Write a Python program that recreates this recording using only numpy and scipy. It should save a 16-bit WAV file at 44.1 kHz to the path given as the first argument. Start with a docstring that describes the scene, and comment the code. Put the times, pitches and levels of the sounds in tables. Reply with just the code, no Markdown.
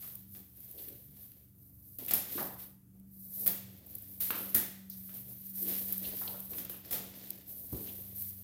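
"""A garage with a concrete floor, where someone sorts out a power tool and its cord.
Cord and clothing slide with stick-slip friction, and cord and plug tick in light impacts.
Plastic housings clack as blows excite their modes; other things are set down with knocks and taps.
The bare room reverberates after each blow, a motor hums faintly, and the microphone lifts the treble."""
import sys
import numpy as np
from scipy import signal
from scipy.fft import rfft, irfft, next_fast_len
from scipy.io import wavfile

SR = 44100
rng = np.random.default_rng(int(sys.argv[2]) if len(sys.argv) > 2 else 0)


def to_wav(sig):
    """Store sig (one row per channel, or 1-D mono) as 16-bit WAV at the path in sys.argv[1].

    Samples outside -1..1 are clipped; the rate is SR.
    """
    pcm = np.clip(np.atleast_2d(sig), -1, 1) * 32767
    pcm = np.round(pcm).astype(np.int16)
    wavfile.write(sys.argv[1], SR, pcm.T)  # frames by channels


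N = 371905
TIME = np.arange(N) / SR
KNOCK_STRIKE = 0.73   # share of a sudden knock's energy in its first clean strike

# Bright hiss of friction and grit, including the microphone's treble lift.
# Each row: frequency in Hz, relative density in dB.
HISS_SPECTRUM = [(2500, -77), (3200, -44.5), (3800, -19), (7000, -16), (7700, -16.5), (8200, -7.5),
                 (9300, -11), (10700, -2.5), (11900, 6), (13000, 7), (14200, 5.5), (15400, 5.5),
                 (16500, -43)]


def from_db(db):
    """Amplitude ratio of a level in decibels."""
    return 10 ** (np.asarray(db) / 20)


def rms_one(x):
    """Normalisation to unit rms."""
    return x / np.sqrt(np.mean(x ** 2) + 1e-20)


def in_time(rows):
    """Linear interpolation of each column at every sample; rows begin with a time in seconds."""
    times, *columns = np.transpose(rows)
    return [np.interp(TIME, times, column) for column in columns]


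def at_hz(points, hz):
    """Interpolation on a logarithmic frequency axis."""
    known_hz, values = np.transpose(points)
    return np.interp(np.log(np.maximum(hz, 1)), np.log(known_hz), values)


def drift(rate):
    """Random modulation: straight lines join `rate` Gaussian values a second."""
    knots = rng.standard_normal(N // 20)
    return np.interp(TIME * rate, np.arange(len(knots)), knots)


def colour(x, spectrum):
    """Minimum-phase filtering that preserves the power of white noise."""
    size = next_fast_len(N + SR // 4) // 2 * 2
    hz = np.arange(size // 2 + 1) * SR / size
    gain = rms_one(from_db(at_hz(spectrum, hz)))
    cepstrum = irfft(np.log(gain))
    cepstrum[1:size // 2] *= 2   # folding the cepstrum makes the filter causal
    cepstrum[size // 2 + 1:] = 0
    return irfft(rfft(x, size) * np.exp(rfft(cepstrum)))[:N]


def swell(t, start, rise, release):
    """Envelope of a stroke: it gathers speed, then falls ever faster, by 24 dB in the release time."""
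    age = t - start
    attack = np.sin(np.pi / 2 * np.clip(age / rise, 0, 1)) ** 2
    fall = np.clip((age - rise) / release, 0, 5)
    return attack * from_db(-24 * fall ** 1.24)


def friction(per_s, spread_db, jerk_db):
    """Stick-slip friction: random impulses of uneven size, modulated by the jerks of the hand."""
    slips = (rng.random(N) < per_s / SR) * rng.choice([-1, 1], N)
    sizes = from_db(spread_db * np.minimum(rng.exponential(1, N), 5))
    return rms_one(slips * sizes * from_db(jerk_db * drift(70)))


def sliding():
    """Friction of cord and cloth drags, scrapes and hisses; the strokes are incoherent and add in power."""
    # Strokes over the floor. Each row: start, rise and release in seconds,
    # then relative levels of drag, scrape and hiss in dB.
    strokes = [(-0.03, 0.067, 0.33, -66, -66, -43.5), (0.26, 0.086, 0.24, -81, -82, -49),
               (0.47, 0.19, 0.85, -72, -74.5, -49.5), (0.75, .06, 0.37, -61.5, -67, -47),
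               (1.06, 0.17, 0.29, -72, -75.5, -52), (1.33, 0.062, 0.19, -73, -80.5, -59),
               (1.53, 0.074, 1, -77.5, -102, -59.5), (1.66, 0.29, .2, -77, -89, -54),
               (1.98, 0.017, 0.47, -55, -62.5, -45.5), (2.202, 0.19, 0.22, -57, -55, -36),
               (2.57, 0.036, 0.17, -62, -64.5, -45), (2.92, 0.031, .3, -75.5, -95, -71),
               (3.03, 0.25, 0.84, -75, -89, -49.5), (3.22, 0.26, .2, -60, -71, -36),
               (3.6, 0.15, 0.61, -63, -73, -63), (3.85, 0.069, 0.77, -80, -73, -49),
               (4.05, 0.049, 0.29, -65, -76.5, -51.5), (4.195, 0.022, 0.22, -59, -52.5, -31.5),
               (4.27, 0.072, 0.5, -51, -58.5, -38), (4.88, 0.057, 1, -73, -73.5, -47),
               (5.08, 0.09, 0.21, -62.5, -68, -45.5), (5.25, 0.04, 0.41, -68, -74.5, -47),
               (5.38, 0.1, 0.96, -80, -75.5, -45), (5.519, .08, 0.9, -64, -66.5, -36),
               (5.62, 0.1, 0.27, -50, -52.5, -35), (5.85, 0.053, 0.49, -59, -60.5, -41),
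               (5.98, 0.094, 0.27, -52.5, -58.5, -40.5), (6.11, 0.082, .52, -60, -61.5, -37),
               (6.48, .04, 0.23, -54, -67, -41.5), (6.55, 0.028, 0.095, -59, -69, -39.5),
               (6.69, 0.014, 0.21, -57, -74, -43.5), (6.79, 0.14, 0.66, -56, -63, -49),
               (7.04, 0.21, 0.38, -61, -63, -49.5), (7.451, 0.05, 0.99, -63.5, -74.5, -44.5),
               (7.649, 0.12, 1, -61, -65.5, -43), (7.83, 0.045, 0.11, -58, -64, -49),
               (8.118, .1, 0.3, -78.5, -70, -39)]
    # Spectra of dull drag and gritty scrape. Each row: frequency in Hz, relative density in dB.
    drag_spectrum = [(150, -16), (260, 5), (380, 1), (650, -3.5), (900, -15), (1500, -28), (3000, -45)]
    scrape_spectrum = [(400, -7.5), (900, -2), (1300, -3), (1900, 2.5), (2600, 1), (3600, 4.5), (5000, 2),
                       (7000, -2), (10000, -2), (16000, -26)]
    t = TIME[::64]
    power = sum(np.outer(swell(t, start, rise, release), from_db(levels_db)) ** 2
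                for start, rise, release, *levels_db in strokes)
    drag_gain, scrape_gain, hiss_gain = in_time(np.column_stack([t, np.sqrt(power)]))
    drag = drag_gain * colour(friction(per_s=2500, spread_db=2.5, jerk_db=3.5), drag_spectrum)
    scrape = scrape_gain * colour(friction(per_s=4000, spread_db=3.0, jerk_db=0.84), scrape_spectrum)
    hiss = hiss_gain * colour(friction(per_s=12000, spread_db=2.5, jerk_db=1.74), HISS_SPECTRUM)
    return from_db(-0.37) * drag + from_db(4.0) * scrape + from_db(-0.8) * hiss


def tone(hz, waver_hz, flutter_db):
    """A sine of unit rms under random frequency and amplitude modulation."""
    phase = 2 * np.pi * np.cumsum(hz + waver_hz * drift(6.5)) / SR
    return rms_one(np.sin(phase) * from_db(flutter_db * drift(9)))


def hum():
    """A motor's tone and its subharmonic, which beats with a close neighbour, over faint tones and air."""
    # Swell of the motor. 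Each row: time in seconds, main tone in dB, octave below in dB.
    motor_levels = [(0, -69, -79), (.33, -60, -60), (.5, -67.5, -77), (1.7, -70.5, -67.5), (2.4, -59, -64),
                    (2.75, -61, -72.5), (3.52, -51, -62.5), (3.75, -56, -63), (3.85, -73, -67),
                    (3.99, -59, -58), (4.7, -54, -69.5), (5.13, -52.5, -67), (5.24, -59.5, -73),
                    (5.73, -48, -63.5), (6.1, -55, -65.5), (7.65, -62, -77), (7.76, -59, -56.5),
                    (8.43, -58, -56)]
    # Faint lasting tones. Each row: frequency in Hz, level in dB.
    faint_tones = [(72, -69), (99, -83), (120, -66), (144, -72.5), (289, -75)]
    # Low rumble of the garage's still air. Each row: frequency in Hz, relative density in dB.
    air_spectrum = [(25, -34.5), (33, -13), (45, -3), (70, -2.5), (130, 3), (250, -4.5), (400, -15.5),
                    (700, -31), (1200, -29.5), (4000, -38), (8000, -31), (13000, -19.5), (16000, -23.5)]
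    motor_hz, beat_hz = 191.4, 5.2
    main_db, low_db = in_time(motor_levels)
    motor = from_db(main_db) * tone(motor_hz, waver_hz=1.13, flutter_db=2.8)
    motor += from_db(low_db) * tone(motor_hz / 2, waver_hz=1.256, flutter_db=2.1)
    motor += from_db(-73.5) * tone(motor_hz / 2 + beat_hz, waver_hz=1.45, flutter_db=5.0)
    faint = sum(from_db(db) * tone(hz, waver_hz=1.61, flutter_db=4.5) for hz, db in faint_tones)
    air = from_db(-64.5) * colour(rng.standard_normal(N), air_spectrum)
    return motor + faint + air


def contacts(times, levels_db, lengths, strike=0):
    """Contact force: an impulse holds the energy share `strike`; a crunch peaks after each length."""
    out, age = np.zeros(N + SR), TIME[:SR // 6]
    for s, db, length in zip(times, levels_db, np.broadcast_to(lengths, len(times))):
        progress = age / length
        press = progress * np.exp(1 - progress)
        crunch = rms_one(rng.standard_normal(len(age)) * press)
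        force = crunch * np.sqrt((1 - strike) * np.mean(press ** 2))
        force[0] += np.sqrt(strike * np.sum(press ** 2))
        start = round(s * SR)
        out[start:start + len(age)] += from_db(db) * force
    return out[:N]


def ring(x, hz, t60):
    """Damped resonance: a unit impulse starts a decaying sine of amplitude 1."""
    radius = np.exp(-np.log(1000) / (t60 * SR))
    angle = 2 * np.pi * hz / SR
    return signal.lfilter([0, np.sin(angle)], [1, -2 * radius * np.cos(angle), radius ** 2], x + 1e-18)


def clacks():
    """Impact excites modes: a housing hits the floor, its shell rings, its mass thumps, grit splashes."""
    # Plastic on concrete. Each row: time in seconds, relative levels of clack, thump and splash in dB.
    impacts = [(0.026, -57, -78, -60), (0.35, -57.5, -53, -61), (1.169, -68, -72, -54),
               (1.988, -61, -52, -50), (2.082, -50.5, -64, -32.5), (2.110, -37, -45, -39),
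               (2.137, -40.5, -38.5, -23), (3.465, -41, -55, -44), (3.477, -43, -42.5, -26.5),
               (4.204, -56, -70, -28.5), (4.55, -36, -32.5, -19), (5.095, -60.5, -75, -54),
               (5.885, -54, -51, -60), (6.584, -47, -48, -41), (6.699, -55, -78, -43),
               (6.912, -45.5, -65, -31.5), (6.931, -40.5, -56, -30)]
    # Modes of the housing. Each row: frequency in Hz, relative level in dB, 60 dB decay time in seconds.
    modes = [(566, -31.5, 0.16), (733, -24.5, 0.084), (1410, -33, 0.056), (2000, -32, 0.068),
             (2540, -26, 0.015), (3560, -20, 0.015), (4280, -29, 0.022), (5230, -22, 0.012)]
    # Spectra of clack and thump. Each row: frequency in Hz, relative density in dB.
    clack_spectrum = [(200, 4.5), (450, -2.5), (900, -0.5), (1700, 0), (3000, 0.5), (6000, 3), (9000, 1),
                      (16000, -46)]
    thump_spectrum = [(28, -13), (45, -18), (70, 6), (100, -0.5), (170, 2.5), (280, 5), (420, -4),
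                      (700, -11.5), (1500, -49)]
    times, clack_db, thump_db, splash_db = np.transpose(impacts)
    blow = contacts(times, clack_db + 0.5, lengths=0.0018, strike=0.93)
    shell = blow + sum(from_db(db - 8.5) * ring(blow, hz, t60) for hz, db, t60 in modes)
    thump = colour(contacts(times, thump_db - 5.0, lengths=0.0015, strike=KNOCK_STRIKE), thump_spectrum)
    splash = colour(contacts(times, splash_db - 1.0, lengths=0.0018), HISS_SPECTRUM)
    return colour(shell, clack_spectrum) + thump + splash


def knocks():
    """Bodies resonate in a band set by size and hardness; returns the direct sound and the room's feed."""
    # Things set down. Each row: time in seconds, relative level in dB,
    # lower and upper band edge in Hz, contact length in seconds.
    impacts = [(0.033, -62, 1080, 1490, .008), (0.741, -57.5, 270, 520, 0.0079),
               (0.779, -57, 2800, 4730, 0.0077), (0.876, -53, 260, 428, .005),
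               (0.885, -53, 1500, 4000, .0009), (1.318, -60, 1500, 6000, 0.00079),
               (2.084, -46, 1700, 3800, .0014), (2.093, -38.5, 1700, 4000, .0008),
                (2.352, -37, 204, 355, 0.0037), (2.381, -37.5, 170, 1530, .0043),
               (2.404, -40.5, 180, 1000, 0.011), (4.3055, -24.5, 190, 3250, .0005),
               (4.331, -43, 200, 2340, 0.0024), (4.550, -45, 65, 130, 0.0064),
               (4.551, -43, 1410, 2080, 0.0086), (4.897, -58.5, 3770, 6500, 0.018),
               (5.092, -55, 600, 2700, 0.0013), (5.618, -47.5, 268, 453, 0.007), (6.042, -52, 50, 85, .012),
               (6.044, -46, 2740, 4440, 0.0076), (6.215, -46, 248, 1500, 0.0031),
               (6.278, -37, 2800, 4600, .0015), (6.281, -48, 272, 950, .0047),
               (6.341, -50, 253, 1210, 0.0042), (6.534, -49, 714, 4470, 0.0019),
               (6.653, -49.5, 900, 6000, 0.0013), (6.698, -46, 690, 4450, 0.0014),
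               (6.742, -52.5, 610, 3000, 0.0013), (6.849, -52, 910, 6100, 0.0016),
               (6.935, -46, 448, 580, 0.0043), (7.305, -43, 2800, 8000, 0.00056),
               (7.725, -31, 70, 190, 0.0034), (7.727, -38.5, 240, 400, 0.0033),
               (7.729, -48.5, 396, 1070, 0.0032), (7.884, -53, 2500, 3650, 0.0057)]
    # Coupling to the room, weakest for small taps. Each row: lower band edge in Hz, gain in dB.
    room_coupling = [(80, -3), (250, 2.5), (900, 1), (2600, -5.5)]
    direct, to_room = np.zeros((2, N))
    for s, db, low_hz, high_hz, length in impacts:
        body = signal.butter(3, [low_hz, high_hz], "band", fs=SR, output="sos")
        strike = KNOCK_STRIKE * np.exp(-length / 0.0044)   # slow touches have almost no strike
        blow = contacts([s], [db - 2.0], length, strike)
        sound = rms_one(signal.sosfilt(body, blow + 1e-18)) * np.std(blow)
        direct += sound
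        to_room += from_db(at_hz(room_coupling, low_hz)) * sound
    return direct, to_room


def ticks():
    """Brief, hard impacts of cord and plug, heard very bright through the microphone's treble peak."""
    # Light touches. Each row: time in seconds, relative level in dB, contact length in seconds.
    touches = [(0.154, -23.5, 0.0011), (0.604, -32, 0.00079), (0.683, -39, .0007), (0.712, -29.5, 0.0011),
               (0.884, -32, 0.0032), (1.318, -37, .0007), (1.986, -24, 0.0012), (2.049, -27, .001),
               (2.063, -22, .0009), (2.110, -14.5, 0.0023), (2.136, -8, 0.0018), (2.428, -19.5, .0007),
               (2.998, -43, .001), (3.461, -9, 0.00037), (3.467, -12.5, 0.0018), (3.477, 1, 0.00025),
               (3.864, -35.5, 0.0027), (3.952, -21.5, .0012), (3.984, -30, .001), (4.022, -30.5, .0012),
               (4.306, -17.5, 0.0027), (4.546, -7.5, 0.0019), (4.899, -26, 0.0018), (5.924, -16, 0.0024),
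               (5.98, -16, .0005), (6.403, -24.5, 0.0013), (6.649, -26.5, .0015), (6.696, -24, 0.00096),
               (6.909, -18, .0006), (6.926, -9.5, 0.00035), (7.305, -15.5, 0.00063), (8.222, -17, .0007)]
    # A tick as heard through the microphone's treble peak.
    # Each row: frequency in Hz, relative density in dB.
    heard_spectrum = [(500, -58), (2500, -20.5), (7000, -17.5), (8500, -3), (10500, -1), (12000, 14.5),
                      (14000, 1.5), (15500, 16.5), (16500, -41)]
    times, levels_db, lengths = np.transpose(touches)
    return colour(contacts(times, levels_db - 10.5, lengths, strike=0.2), heard_spectrum)


def reverberation(x):
    """Diffuse field: each band stores the energy fed to it and returns it as decaying noise."""
    # Decay of the bare garage. Each row: frequency in Hz, reverberation time in seconds.
    decay_times = [(80, 0.082), (300, 0.46), (1000, 0.56), (3000, 0.66), (7000, 0.56), (13000, 0.33)]
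    build_up_s = 0.002
    build = np.exp(-1 / (build_up_s * SR))
    out, white = np.zeros(N), rng.standard_normal((2, N))
    edges_hz = np.geomspace(450, 17000, 29) - 400
    for k, (low, high) in enumerate(zip(edges_hz, edges_hz[1:])):
        band = signal.butter(3, [low, high], "band", fs=SR, output="sos")
        t60 = at_hz(decay_times, np.sqrt(low * high))
        keep = np.exp(-np.log(1e6) / (t60 * SR))   # share of energy left after one sample
        power = signal.sosfilt(band, x) ** 2
        stored = signal.lfilter([(1 - keep) * (1 - build)], [1, -keep - build, keep * build], power)
        out += np.sqrt(np.maximum(stored, 0)) * rms_one(signal.sosfilt(band, white[k % 2]))
    return out


def scene():
    """Direct and diffuse sound add, alike in both channels: close touches stay dry, blows fill the room."""
    slide, tick, clack = sliding(), ticks(), clacks()
    knock, knock_to_room = knocks()
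    into_room = from_db(-25.5) * slide + from_db(-31.0) * tick + from_db(5.0) * clack + knock_to_room
    mono = slide + tick + clack + knock + reverberation(into_room) + hum()
    return np.array([mono, mono])


def record(dry):
    """Band limiting: the deepest rumble is rolled off and the extreme treble is cut steeply."""
    low_hz, high_hz = 36, 16200
    high_pass = signal.butter(4, low_hz, "high", fs=SR, output="sos")
    low_pass = signal.ellip(10, .2, 70, high_hz, fs=SR, output="sos")
    return signal.sosfilt(low_pass, signal.sosfilt(high_pass, dry))


dry = scene()
out = record(dry)
to_wav(out)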